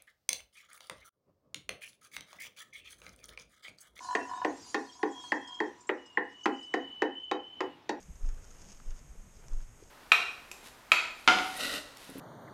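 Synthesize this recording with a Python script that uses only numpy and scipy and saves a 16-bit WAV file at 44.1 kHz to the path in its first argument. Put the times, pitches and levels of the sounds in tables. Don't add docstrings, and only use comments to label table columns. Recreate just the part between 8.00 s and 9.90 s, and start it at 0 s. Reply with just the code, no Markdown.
import sys
import numpy as np
from scipy import signal
from scipy.fft import rfft, irfft
from scipy.io import wavfile
from scipy.ndimage import uniform_filter1d

SR = 44100
rng = np.random.default_rng(int(sys.argv[2]) if len(sys.argv) > 2 else 0)


def output_pcm(signal):
    pcm = np.clip(np.atleast_2d(signal).T, -1, 1) * 32767
    wavfile.write(sys.argv[1], SR, np.round(pcm).astype(np.int16))


N = 83790

# start_s, rise_s, decay_s, level_db
BOOT_SWISHES = [(-.02, 0.024, 0.077, -65.5), (.41, 0.023, 0.34, -64), (.56, 0.085, 0.1, -64.5),
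                (.665, 0.037, 0.025, -61), (.95, 0.038, 0.0091, -64), (1.31, 0.048, 0.16, -68),
                (1.6, .025, 0.019, -67.5), (1.76, 0.076, 0.092, -68)]
# start_s, rise_s, decay_s, level_db
LEG_SCUFFS = [(.33, 0.064, 0.2, -68), (.49, 0.084, 0.11, -67), (1.35, 0.093, 0.094, -65.5),
              (1.48, .05, 0.039, -66), (1.72, 0.094, 0.11, -66.5)]
# time_s, pitch_hz, level_db
HUM_PATH = [(0, 175.6, -65), (0.199, 160.6, -68.5), (0.521, 144.3, -85), (0.659, 170.1, -60),
            (0.737, 214.6, -66.5), (0.83, 232, -76.5), (0.959, 183.7, -69), (1.049, 147, -60),
            (1.151, 162.7, -70.5), (1.24, 204.8, -62.5), (1.39, 182.8, -66.5), (1.47, 143.3, -59),
            (1.53, 136.5, -76), (1.59, 129.4, -60), (1.64, 123.7, -65), (1.7, 108, -64), (1.8, 162.8, -78),
            (1.9, 196, -62.5)]
# start_s, tear_db, decay_s, crack_db
STEM_SNAPS = [(.027, -55.5, 0.0061, -45), (.155, -58, 0.0059, -46), (.2901, -52.5, 0.0012, -33.5),
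              (.443, -55, 0.0028, -45), (.45, -60, .002, -42), (.506, -53, 0.0029, -41),
              (.513, -60, 0.0014, -36), (.617, -52.5, 0.0068, -47), (.7185, -49, 0.0025, -42),
              (.7738, -61, 0.0007, -38), (.907, -57, 0.0028, -33), (1.367, -58.5, .003, -45),
              (1.4838, -54, 0.0016, -31.5), (1.5342, -53, 0.0015, -38), (1.837, -59, 0.0024, -45)]
# start_s, tear_db, decay_s, crack_db
STALK_CRUNCHES = [(.246, -62.5, 0.012, -48), (.288, -61, 0.028, -48), (.378, -61, 0.011, -48),
                  (.444, -64, 0.011, -41), (.511, -60.5, .009, -55), (.8, -52, 0.0018, -46),
                  (.908, -58.5, 0.016, -43), (.958, -68, 0.016, -48), (1.605, -63.5, 0.0048, -41)]
# start_s, pitch_hz, level_db, length_s
GEAR_KNOCKS = [(0.092, 43, -36.5, 0.032), (0.076, 177.4, -50.5, 0.035), (0.139, 54, -45.5, 0.04),
               (0.236, 73.4, -42, 0.038), (0.319, 102, -46.5, 0.028), (0.372, 47, -43.5, 0.038),
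               (0.417, 74, -47.5, 0.026), (0.597, 71, -50.5, 0.03), (0.863, 69.6, -48, 0.061),
               (1.079, 46.2, -42.5, 0.061), (1.15, 465, -55, 0.01), (1.153, 25.2, -39, 0.085),
               (1.242, 64.4, -57.5, 0.053), (1.382, 426, -58.5, 0.025), (1.823, 398, -45, 0.0087)]
# start_s, jolt_db, sway_hz, decay_s, grass_db
FOOTSTEPS = [(0.202, -24, 23.6, 0.046, -62.5), (0.834, -30, 21.4, 0.026, -64),
             (1.487, -25.5, 21.07, 0.045, -63.5)]

# frequency_hz, relative_db
SWISH_TONE = [(100, -24.5), (300, -7.5), (600, 4), (1300, -6), (2200, -4.5), (3100, -4), (4200, -9),
              (5050, 1.5), (5500, 2.5), (6050, -1.5), (6500, 8), (7200, -2.5), (9000, -10), (10500, -22.5),
              (14000, -34)]
SCUFF_TONE = [(120, -44), (280, 7.5), (450, 7.5), (750, 1), (1400, 0), (2100, -9), (3200, -12), (4500, -19),
              (10000, -20)]
WIND_TONE = [(10, -12), (22, 1.5), (45, -10.5), (75, -14.5), (115, -19.5), (170, -24.5), (250, -24.5),
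             (330, -30.5), (450, -30), (800, -35), (2000, -44), (5000, -73.5), (12000, -94)]
HISS_TONE = [(100, 3), (500, -7), (1000, -7.5), (2200, -9), (3200, -14), (4200, -19.5), (5300, -15.5),
             (6050, -11), (6300, -8.5), (6500, -2.5), (6750, -7), (7150, -8.5), (8000, -10.5), (9500, -15),
             (10500, -21), (12200, -17.5), (13300, -27), (14300, -24.5)]
STEM_TONE = [(400, 11), (1500, -0.5), (3000, -0.5), (4200, -3), (5300, 6.5), (6000, 11), (6500, 16),
             (7300, 3), (9000, -2.5), (10500, -14.5), (14000, -28)]
STALK_TONE = [(150, -10), (600, 1.5), (950, 3), (1400, 11.5), (2000, 1), (3200, -3), (5000, -12),
              (10000, -32)]
THUD_TONE = [(12, -10), (30, -4.5), (60, -6.5), (90, -11), (140, -20), (300, -31), (900, -75), (4000, -120)]
CRUSH_TONE = [(80, -6.5), (250, 10.5), (500, 6), (900, 0.5), (1400, -4), (2200, -13), (3100, -4.5),
              (4200, -16.5), (5400, 1.5), (6050, -3), (6500, 5.5), (7300, -6), (9000, -8.5), (10500, -44),
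              (14000, -65)]


def gain(db):
    return 10 ** (np.asarray(db) / 20)


def unit(x):
    return x / np.sqrt(np.mean(x ** 2))


def colour(x, tone):
    hz, db = np.array(tone, float).T
    size = 2 * N
    frequencies = np.maximum(np.arange(N + 1) * SR / size, 1)
    curve = unit(gain(np.interp(np.log(frequencies), np.log(hz), db)))
    cepstrum = irfft(np.log(curve))
    cepstrum[1:N] *= 2
    cepstrum[N + 1:] = 0
    return irfft(rfft(x, size) * np.exp(rfft(cepstrum)))[:N]


def noise():
    return rng.standard_normal(N)


def drift(per_s):
    span = int(SR / per_s)
    held = np.repeat(rng.standard_normal(N // span + 1), span)
    return unit(uniform_filter1d(uniform_filter1d(held, span), span)[:N])


def since(start_s):
    return np.maximum(np.arange(N) / SR - start_s, 0)


def swell(start_s, rise_s, decay_s, hold_s=0):
    t = since(start_s)
    rise = np.sin(np.pi / 2 * np.minimum(t / rise_s, 1)) ** 2
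    return rise * np.exp(-np.maximum(t - rise_s - hold_s, 0) / decay_s)


def blades(ticks_per_s=900, spread_db=3.5, rub_share=0.37):
    sizes = gain(spread_db * np.minimum(rng.exponential(size=N), 5))
    ticks = (rng.random(N) < ticks_per_s / SR) * sizes * np.sign(noise())
    return np.sqrt(1 - rub_share) * unit(ticks) + np.sqrt(rub_share) * noise()


def brushing(strokes, tone):
    loudness = sum(gain(db) * swell(start, rise, decay) for start, rise, decay, db in strokes)
    return colour(loudness * blades(), tone)


def wind_rumble(level_db=-55, gust_db=0.5):
    loudness = gain(level_db + gust_db * drift(per_s=5.8))
    return loudness * unit(colour(noise(), WIND_TONE))


def wind_hum(wander=0.045, roughness=0.75, flutter_per_s=80):
    times, hz, db = np.array(HUM_PATH).T
    t = since(0)
    pitch_hz = np.interp(t, times, hz) * (1 + wander * drift(flutter_per_s / 2))
    phase = 2 * np.pi * np.cumsum(pitch_hz) / SR
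    flutter = 1 + roughness * (drift(flutter_per_s) + 1j * drift(flutter_per_s))
    hum = unit((flutter * np.exp(1j * phase)).real)
    return gain(np.interp(t, times, db)) * hum


def microphone_hiss(hiss_db=-63.5, ring_db=-74.5, ring_hz=6470, width_hz=53):
    ring = signal.lfilter(*signal.iirpeak(ring_hz, ring_hz / width_hz, SR), noise())
    return gain(hiss_db) * colour(noise(), HISS_TONE) + gain(ring_db) * unit(ring)


def breaking_stems(breaks, tone, rise_s=0.00067):
    tearing = sum(gain(db) * swell(start, rise_s, decay) for start, db, decay, _ in breaks)
    sound = tearing * noise()
    for start_s, _, _, crack_db in breaks:
        sound[int(start_s * SR)] += gain(crack_db)
    return colour(sound, tone)


def gear_knocks():
    sound = 0
    for start_s, pitch_hz, level_db, length_s in GEAR_KNOCKS:
        t = since(start_s)
        bump = np.sin(np.pi * np.minimum(t / length_s, 1)) ** 2
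        sound += gain(level_db) * np.sin(2 * np.pi * pitch_hz * t) * bump
    return sound


def footsteps(overtone_db=-15.5, thud_db=-24.5, crush_lead_s=0.023):
    jolts, thud_level, crush_level = 0, 0, 0
    for start_s, jolt_db, sway_hz, decay_s, grass_db in FOOTSTEPS:
        phase = 2 * np.pi * sway_hz * since(start_s)
        sway = -np.sin(phase) - gain(overtone_db) * np.sin(2 * phase)
        jolts += gain(jolt_db) * sway * swell(start_s, rise_s=0.055, decay_s=decay_s, hold_s=0.0264)
        thud_level += gain(jolt_db + thud_db) * swell(start_s, rise_s=0.054, decay_s=0.033)
        crush_level += gain(grass_db) * swell(start_s - crush_lead_s, rise_s=0.07, decay_s=0.16)
    thuds = thud_level * unit(colour(noise(), THUD_TONE))
    crushed_grass = colour(crush_level * blades(), CRUSH_TONE)
    return jolts + thuds + crushed_grass


def scene():
    grass = brushing(BOOT_SWISHES, SWISH_TONE) + brushing(LEG_SCUFFS, SCUFF_TONE)
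    stems = breaking_stems(STEM_SNAPS, STEM_TONE) + breaking_stems(STALK_CRUNCHES, STALK_TONE)
    walker = grass + stems + gear_knocks() + footsteps()
    air = wind_hum() + wind_rumble() + microphone_hiss()
    return (walker + air)[None]


def record(dry, top_hz=14300):
    return signal.sosfilt(signal.ellip(8, .2, 70, top_hz, fs=SR, output="sos"), dry)


dry = scene()
out = record(dry)
output_pcm(out)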